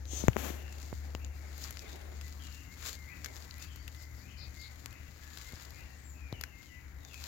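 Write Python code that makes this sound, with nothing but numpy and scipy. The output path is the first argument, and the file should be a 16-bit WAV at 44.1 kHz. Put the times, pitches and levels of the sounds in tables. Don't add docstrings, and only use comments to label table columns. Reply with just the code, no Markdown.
import sys
import numpy as np
from scipy import signal
from scipy.fft import rfft, irfft, next_fast_len
from scipy.io import wavfile
from scipy.ndimage import uniform_filter1d

SR = 44100
rng = np.random.default_rng(int(sys.argv[2]) if len(sys.argv) > 2 else 0)


def put_to_file(sound):
    columns = np.atleast_2d(sound).T
    safe = np.clip(columns, -1, 1)
    whole_steps = np.round(safe * 32767)
    wavfile.write(sys.argv[1], SR, whole_steps.astype(np.int16))


N = 320607
T = np.arange(N) / SR

# frequency in Hz, gain in dB.
RIGHT_MUFFLING = [(60, -3.5), (120, -7.5), (250, -5.5), (1000, -12), (2400, -10), (5000, -19.5),
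                  (8500, -10), (15000, -4.5)]


def foliage():
    # frequency in Hz, relative level in dB.
    leaf_tone = [(150, -16.5), (400, 1), (800, -6), (2000, -1), (3000, -1), (3900, 5.5), (4900, 7),
                 (5700, 0.5), (7000, 9.5), (8400, -7), (10500, -10), (12500, -2), (16000, -6)]
    bough_tone = [(150, -17), (500, -4), (900, 1), (1700, 5.5), (2800, 2), (5000, -6.5), (9000, -38),
                  (16000, -47.5)]
    leaf_db, bough_db = stir()
    crackle = rustle(leaf_db + 0.5, leaf_tone, cracks_per_s=110, spread_db=2.5, hiss_db=-33.5)
    leaves = rustle(leaf_db + 7.5, leaf_tone)
    boughs = rustle(bough_db + 9, bough_tone)
    return crackle + leaves + boughs + ticks(leaf_db)


def stir(leaf_rest_db=-76.5, bough_rest_db=-80, rise_share=0.469):
    # time of the peak in seconds, length in seconds, leaf level in dB, bough offset in dB.
    swishes = [(0.208, 0.109, -54.5, -8.5), (0.862, 0.54, -62, -10.5), (1.654, 0.274, -54, -7.5),
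               (1.903, 0.227, -61.5, -3), (2.294, 0.687, -63.5, -7.5), (2.478, 0.112, -57, -8),
               (2.872, 0.1035, -46.5, -8), (3.38, 1, -62, -11.5), (3.626, 0.042, -55, -6),
               (4.013, 0.173, -64, -31), (4.66, 0.355, -63, -9.5), (5.045, 0.67, -73, -0.5),
               (5.405, 0.249, -57.5, -7), (5.576, 0.567, -61.5, -3.5), (6.628, 0.155, -66, -23),
               (7.246, 0.177, -51.5, -11.5)]
    power = undb([[leaf_rest_db], [bough_rest_db]]) ** 2
    for peak_s, length, db, bough_db in swishes:
        swell = held(peak_s, 0, length * rise_share, length * (1 - rise_share))
        power = power + (undb([[db], [db + bough_db]]) * swell) ** 2
    return 10 * np.log10(power)


def rustle(level_db, tone, cracks_per_s=1100, spread_db=4.5, hiss_db=0, flutter_db=2, right_db=2):
    sizes = undb(spread_db * np.minimum(rng.exponential(size=N), 5))
    cracks = (rng.random(N) < cracks_per_s / SR) * sizes * rng.choice([-1, 1], N)
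    flap = rng.standard_normal((2, SR // 150)) * np.exp(-T[:SR // 150] / 0.000622)
    flap = irfft(np.exp(1j * np.angle(rfft(flap))))
    crackle = unit(signal.fftconvolve(cracks[None], flap, axes=1)[:, :N])
    hiss = undb(hiss_db) * rng.standard_normal((2, N))
    sound = unit(colour(crackle + hiss, tone))
    return sound * undb(level_db + flutter_db * wander(35)) * undb([[0], [right_db]])


def ticks(stir_db, count=130, boost_db=14.5, spread_db=4, decay_s=0.00416):
    out, t = np.zeros((2, N)), T[:SR // 100]
    for when, softness in rng.random((count, 2)):
        i = int(when * (N - 1))
        tick = rng.standard_normal((2, len(t))) * np.exp(-t / decay_s)
        db = min(stir_db[i], -64) + boost_db - spread_db * np.log(softness * 1.37 + 0.185)
        add(out, T[i], tick * undb(db))
    return splinter(out)


def twigs(crack_s=0.00043, ring_width=0.258, trim_db=-3, echo_db=-16):
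    # start in seconds, relative level in dB, ring pitch in Hz, seconds to fade by 60 dB,
    # ring level against the burst in dB.
    snaps = [(.055, -40.5, 4500, 0.0116, -1), (0.2984, -45.5, 7000, .008, -0.5),
             (0.3315, -36.5, 2580, 0.031, 5.5), (.68, -39.5, 1540, 0.026, 7),
             (0.7255, -35.5, 7100, 0.027, -1.5), (0.8289, -36.5, 6900, 0.039, 1.5),
             (1.15, -32, 2688, 0.0088, 16), (1.2473, -34, 6540, 0.0127, 19),
             (1.5789, -33.5, 13000, .012, 7), (1.6404, -27.5, 5230, 0.018, -6),
             (1.708, -26.5, 12000, 0.015, -2.5), (1.771, -33, 4800, 0.013, -0.5),
             (1.7927, -30, 5630, 0.0106, 6.5), (1.93, -37.5, 6000, .012, 3),
             (2.2121, -33, 4960, 0.0286, -11.5), (2.281, -36.5, 13000, 0.019, -1),
             (2.525, -38.5, 4500, 0.0136, 5.5), (3.2454, -23.5, 6540, 0.03, -5),
             (3.26, -27.5, 1770, 0.0414, -15), (3.366, -34, 6000, .015, -4.5),
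             (3.424, -40.5, 4534, 0.0123, 4), (3.5101, -34, 4490, 0.0163, 12),
             (3.583, -34, 11950, 0.00772, -2), (3.625, -29.5, 7550, 0.01, 10),
             (3.7602, -34.5, 14000, 0.027, -3), (3.8787, -29, 2380, 0.024, -13.5),
             (4.024, -36.5, 13060, 0.0103, 16.5), (4.8597, -24.5, 14000, 0.0079, -21.5),
             (4.9283, -36.5, 13000, 0.0127, -6.5), (5.3739, -29, 13000, 0.0169, -9),
             (5.5237, -35, 7050, 0.0085, -3), (5.5573, -39.5, 5030, 0.0092, -0.5),
             (5.5988, -39, 6540, 0.0112, 5), (5.7064, -35.5, 4090, 0.0088, -11),
             (6.3263, -33, 3790, 0.0057, 0.5), (6.4117, -23.5, 12430, 0.0197, -9),
             (6.4376, -22, 1470, 0.0164, -8), (7.0497, -36.5, 5990, 0.0144, 1.5),
             (7.1433, -31.5, 7050, 0.018, -15.5), (7.24, -29.5, 6030, 0.014, -4.5)]
    out, t = np.zeros((2, N)), T[:SR // 16]
    for start, db, hz, fade_s, ring_db in snaps:
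        decay = fade(t, fade_s) + 2.26 * np.exp(-t / crack_s)
        burst = rng.standard_normal((2, len(t))) * decay
        ring = np.array([resonate(side, hz, hz * ring_width) for side in burst])
        snap = unit(unit(burst) + undb(ring_db) * unit(ring))
        add(out, start, snap * np.sqrt(np.mean(decay ** 2)) * undb(db + trim_db) / 2)
    out = splinter(out)
    return out + undb(echo_db) * trunk_echo(out[0], fade_s=0.13)


def splinter(x):
    # frequency in Hz, gain in dB.
    wood_tone = [(200, 4), (800, -5.5), (1700, 4.5), (3000, 3.5), (4500, 3), (7000, 1), (8800, -14),
                 (11000, -4), (13000, -2.5), (16000, -10)]
    return colour(x, wood_tone)


def bumps():
    # start in seconds, peak level in dB, left minus right in dB, contact time in
    # milliseconds, grip tightness as a pitch factor, boost of the low thud in dB.
    knocks = [(0.133, -29, 24, 1.46, 2.6, 15.5), (0.2385, -20.5, 35.5, 1.26, 1.63, -1.5),
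              (.2830, -1, 45.5, 0.088, 1.025, 2.5), (0.3616, -21, 34.5, 0.74, 2.24, 6),
              (0.3667, -8.5, 29.5, 0.17, 1.85, -8.5), (0.503, -25.5, 29, 2.1, 2.39, 5),
              (0.9284, -22.5, -11.5, 0.575, 0.646, -8.5), (1.15, -19, 9.5, 0.07, 0.97, -6.5),
              (5.534, -36, 4.5, 0.695, 0.74, 3), (6.327, -25, 7, 0.343, 0.85, 3)]
    # pitch in Hz, seconds to fade by 60 dB, relative level in dB.
    case_tones = [(111.4, 0.0465, -3), (295, 0.00313, 2.5), (568, 0.00368, -2.5), (1140, 0.00269, -5.5),
                  (1947, 0.00229, -2.5), (3200, 0.002, -29), (6710, 0.00316, -6), (16100, 0.00107, 3.5)]
    out, t = np.zeros((2, N)), T[:SR // 10]
    for start, db, pan_db, contact_ms, tightness, thud_db in knocks:
        ring = 0
        for k, (hz, fade_s, tone_db) in enumerate(case_tones):
            speed, boost_db = (tightness, thud_db) if k < 2 else (1, 0)
            sign = 1 if k else -1
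            tone = np.sin(2 * np.pi * hz * speed * t) * fade(speed * t, fade_s)
            ring = ring + sign * undb(tone_db + boost_db) * tone
        push = t * np.exp(-t * 4000 / contact_ms)
        thump = signal.fftconvolve(ring, push)[:len(t)]
        sides = undb([[min(pan_db, 0)], [min(-pan_db, 0)]])
        add(out, start, sides * thump / abs(thump).max() * undb(db))
    return out


def fingers(right_db=-12, catch_db=1, skim_db=-38.5):
    # start in seconds, length in seconds, level in dB.
    rubs = [(0.153, 0.1525, -50), (0.387, 0.0891, -37)]
    # frequency in Hz, relative level in dB.
    skin_tone = [(60, -5.5), (250, 6.5), (600, -2.5), (1200, -4.5), (2500, -5.5), (5000, -13.5), (7000, -6),
                 (8800, -23.5), (12500, -9), (16000, -15)]
    # centre in Hz, width in Hz, relative level in dB.
    port_rings = [(3370, 1810, -11), (6414, 1104, 0), (13900, 5300, -22.5)]
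    slide = sum(undb(db) * held(start, length, 0.0135, 0.0642) for start, length, db in rubs)
    skin = unit(colour(rng.standard_normal((2, N)), skin_tone))
    left, right = skin * slide * undb(catch_db * wander(149.7))
    noise = rng.standard_normal(N)
    hiss = sum(undb(db) * resonate(resonate(noise, hz, width), hz, width) for hz, width, db in port_rings)
    skim = unit(hiss) * undb(skim_db) * held(0.1245, 0.0903, rise_s=0.0268, fall_s=0.0243)
    return np.array([left + skim, undb(right_db) * colour(right, RIGHT_MUFFLING)[0]])


def palm(catch_db=2.5):
    # start in seconds, length in seconds, level in dB.
    scuffs = [(0.132, 0.14, -53.5), (0.502, 0.031, -55.5), (0.624, 0.26, -62.5), (1.047, 0.66, -62),
              (1.841, 0.28, -58.5), (2.039, 0.043, -71.5), (3.279, 0.093, -59), (5.52, 0.55, -67.5),
              (6.33, 0.028, -59), (6.945, 0.341, -66.5)]
    # frequency in Hz, relative level in dB.
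    palm_tone = [(60, -12.5), (170, -0.5), (240, -4.5), (360, 0.5), (550, -4), (780, -3), (1200, -19),
                 (2500, -20.5), (8000, -34.5)]
    grip = sum(undb(db) * held(start, length, 0.0384, 0.117) for start, length, db in scuffs)
    scuff = unit(colour(rng.standard_normal((2, N)), palm_tone))
    return scuff * grip * undb(catch_db * wander(70))


def birds(direct_db=-3.5, split_hz=4000):
    # start in seconds, length in seconds, first and last pitch in Hz, relative dB.
    whistles = [(0.552, 0.192, 2769, 2695, -59.5), (1.187, 0.07, 2426, 2773, -58.5),
                (1.296, 0.22, 2416, 2100, -67.5), (1.782, 0.104, 2794, 1900, -58),
                (1.858, 0.053, 3493, 3827, -55.5), (1.977, 0.088, 9860, 8920, -72),
                (2.092, 0.107, 7040, 6400, -65), (2.392, 0.087, 3281, 2723, -57),
                (2.476, 0.172, 2773, 2736, -59), (3.066, 0.0823, 2025, 2689, -53),
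                (3.215, 0.126, 2263, 2026, -59), (3.563, 0.105, 2350, 2747, -58),
                (3.669, 0.0877, 3230, 2993, -60), (3.786, 0.0388, 4470, 4790, -61),
                (4.209, 0.1185, 2250, 2750, -61.5), (4.276, 0.0854, 2888, 3078, -60),
                (4.299, 0.159, 2477, 2478, -61.5), (4.894, 0.0983, 2397, 2768, -59.5),
                (5.72, .14, 2251, 2850, -59.5), (5.97, 0.0485, 8100, 8050, -67),
                (6.033, 0.1, 7754, 6900, -58), (6.137, 0.22, 2649, 2215, -59.5),
                (6.319, 0.1047, 3088, 2626, -56), (6.46, 0.107, 2910, 2507, -63.5),
                (6.644, 0.161, 3230, 2400, -64), (6.981, .15, 3984, 3250, -66),
                (7.091, 0.1028, 2812, 2382, -55.5)]
    pipings = [(2.18, 0.13, 2020, 2004, -63.5), (2.682, 0.0885, 2040, 2256, -61),
               (2.935, 0.266, 2151, 1935, -59.5), (3.469, .16, 1987, 2034, -62.5),
               (3.929, 0.181, 2014, 2060, -61.5), (4.268, 0.225, 2066, 2045, -66.5),
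               (4.554, 0.1365, 2076, 2155, -57), (4.878, 0.232, 2081, 2026, -65),
               (5.181, 0.133, 1713, 1702, -61), (5.404, 0.148, 1938, 2240, -60.5),
               (5.726, 0.276, 2168, 1747, -62), (6.516, 0.1274, 2119, 2086, -61),
               (6.681, 0.151, 1969, 2023, -61)]
    calls = np.zeros(N)
    for start, length, first_hz, last_hz, db in whistles:
        wobble = 0.0397 * min(2500 / first_hz, 1)
        add(calls, start, bird_note(length, first_hz, last_hz, wobble) * undb(db))
    for start, length, first_hz, last_hz, db in pipings:
        add(calls, start, bird_note(length, first_hz, last_hz, wobble=0.0225) * undb(db))
    high = signal.sosfilt(signal.butter(2, split_hz, "high", fs=SR, output="sos"), calls)
    low = signal.sosfilt(signal.butter(2, split_hz, fs=SR, output="sos"), calls)
    return undb(direct_db) * calls + trunk_echo(low, fade_s=0.676) + trunk_echo(high, fade_s=0.34)


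def hoarse_bird(length_s=0.095, fall_share=0.13, direct_db=-4, echo_db=-2):
    # start in seconds, first pitch in Hz, relative level in dB.
    rasps = [(3.595, 5150, -61), (3.961, 5560, -59.5), (4.15, 5164, -60.5), (4.37, 4947, -49),
             (4.584, 4750, -50)]
    calls = np.zeros(N)
    for start, hz, db in rasps:
        add(calls, start, bird_note(length_s, hz, hz * (1 - fall_share), wobble=0.0885) * undb(db))
    return undb(direct_db) * calls + undb(echo_db) * trunk_echo(calls, fade_s=0.1387)


def bird_note(length_s, first_hz, last_hz, wobble):
    progress = np.linspace(0, 1, int(length_s * SR))
    glide = last_hz + (first_hz - last_hz) * (1 - progress) ** 1.15
    hz = glide * (1 + wobble * wander(900, size=SR)[:len(progress)])
    return unit(np.sin(2 * np.pi * np.cumsum(hz) / SR) * np.sqrt(progress * (1 - progress)))


def far_birds():
    # notes per second, pitch in Hz, spread as a share of the pitch, level in dB.
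    singers = [(6.5, 2130, .09, -68.5), (6.7, 1800, 0.13, -81)]
    out, progress = 0, np.linspace(0, 1, SR // 5)
    for rate, hz, spread, db in singers:
        notes = np.zeros(N)
        for k, (late, offset, slide) in enumerate(rng.uniform(-1, 1, size=(48, 3))):
            pitch = hz * (1 + spread * (offset + slide * (progress - .5)))
            note = np.sin(2 * np.pi * np.cumsum(pitch) / SR) * np.sin(np.pi * progress)
            add(notes, (k + late / 2) / rate, note)
        out = out + unit(trunk_echo(notes, fade_s=1)) * undb(db)
    return out


def engines(throb_hz=7.2, throb_db=-19.5, waver_db=1.73):
    # time in seconds, firing rate in Hz, relative level in dB.
    fading = [(0, 69.99, -38), (.25, 69.95, -42.5), (.7, 71.93, -43.5), (1.3, 72.04, -43),
              (1.8, 71.71, -48), (2.15, 72.83, -45), (2.5, 72.8, -51), (3.9, 74.93, -50), (4.9, 74.4, -54),
              (5.65, 70.97, -55.5), (6.1, 70.87, -47.5), (6.72, 73.63, -60), (6.85, 71.82, -52),
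              (7.27, 73.7, -52.5)]
    speeding = [(0, 98.6, -54.5), (1.7, 105.5, -66.5), (3, 110.1, -63.5), (4.3, 116.7, -57.5),
                (5.6, 121.6, -65), (7.27, 122.2, -66)]
    out = 0
    for table, trim_db in ((fading, 2.47), (speeding, 1)):
        times, hz, db = np.transpose(table)
        phase = 2 * np.pi * np.cumsum(np.interp(T, times, hz)) / SR
        tone = np.sin(phase) + undb(throb_db) * np.sin(phase - 2 * np.pi * throb_hz * T)
        out = out + unit(tone) * undb(np.interp(T, times, db) + trim_db + waver_db * wander(9.1))
    return out


def air(db=-49, right_db=-3.5, swell_db=0.5, flicker_db=2, alike_below_hz=400):
    # frequency in Hz, relative level in dB.
    air_tone = [(25, -15), (50, 0), (64, 4.5), (82, 0.5), (110, -7), (170, -12.5), (215, -15.5),
                (285, -13.5), (420, -25), (700, -26), (1200, -27), (2000, -22.5), (2700, -37),
                (3400, -40.5), (7100, -31), (8300, -55), (12500, -37.5), (16000, -39.5)]
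    size = next_fast_len(N)
    hz = np.fft.rfftfreq(size, 1 / SR)
    mid, side = rfft(rng.standard_normal((2, size)))
    side = side * hz / np.hypot(hz, alike_below_hz)
    ports = np.array([mid + side, mid - side]) * gain_at(hz, air_tone)
    out, swell = 0, swell_db * wander(1.419)
    for octave in range(4, 15):
        share = np.clip(1 - abs(np.log2(hz + 1) - octave), 0, 1)
        out = out + irfft(ports * share)[:, :N] * undb(swell + flicker_db * wander(12))
    return unit(out) * undb([[db], [db + right_db]])


def trunk_echo(x, fade_s):
    tail = rng.standard_normal((2, SR)) * fade(T[:SR], fade_s)
    return signal.fftconvolve(x[None], unit(tail) / np.sqrt(SR), axes=1)[:, :N]


def undb(db):
    return 10 ** (np.asarray(db) / 20)


def unit(x):
    return x / np.sqrt(np.mean(x ** 2) + 1e-20)


def fade(t, fade_s):
    return np.exp(-np.log(1000) * t / fade_s)


def held(start, length, rise_s, fall_s):
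    return np.exp(np.minimum(T - start, 0) / rise_s - np.maximum(T - start - length, 0) / fall_s)


def wander(rate, size=N):
    hold = max(int(SR / rate), 1)
    steps = np.repeat(rng.standard_normal(size // hold + 2), hold)
    return unit(uniform_filter1d(uniform_filter1d(steps, hold), hold))[:size]


def gain_at(hz, tone):
    table_hz, db = np.transpose(tone)
    return undb(np.interp(np.log(hz + 1), np.log(table_hz), db))


def colour(x, tone, size=2048):
    cepstrum = irfft(np.log(gain_at(np.fft.rfftfreq(size, 1 / SR), tone)))
    cepstrum[1:size // 2] *= 2
    cepstrum[size // 2 + 1:] = 0
    response = irfft(np.exp(rfft(cepstrum)))
    return signal.fftconvolve(np.atleast_2d(x), response[None], axes=1)[:, :N]


def resonate(x, hz, width_hz):
    return signal.lfilter(*signal.iirpeak(hz, hz / width_hz, SR), x)


def add(out, start, sound):
    i = max(int(start * SR), 0)
    out[..., i:i + sound.shape[-1]] += sound[..., :max(N - i, 0)]


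def scene():
    left, right = foliage() + twigs() + air() + engines() + birds() + hoarse_bird() + far_birds()
    airborne = np.array([left, colour(right, RIGHT_MUFFLING)[0]])
    return airborne + fingers() + palm() + bumps()


def record(dry):
    dry = signal.sosfilt(signal.butter(2, 35, "high", fs=SR, output="sos"), dry)
    return signal.sosfilt(signal.ellip(8, .2, 70, 16000, fs=SR, output="sos"), dry)


dry = scene()
out = record(dry)
put_to_file(out)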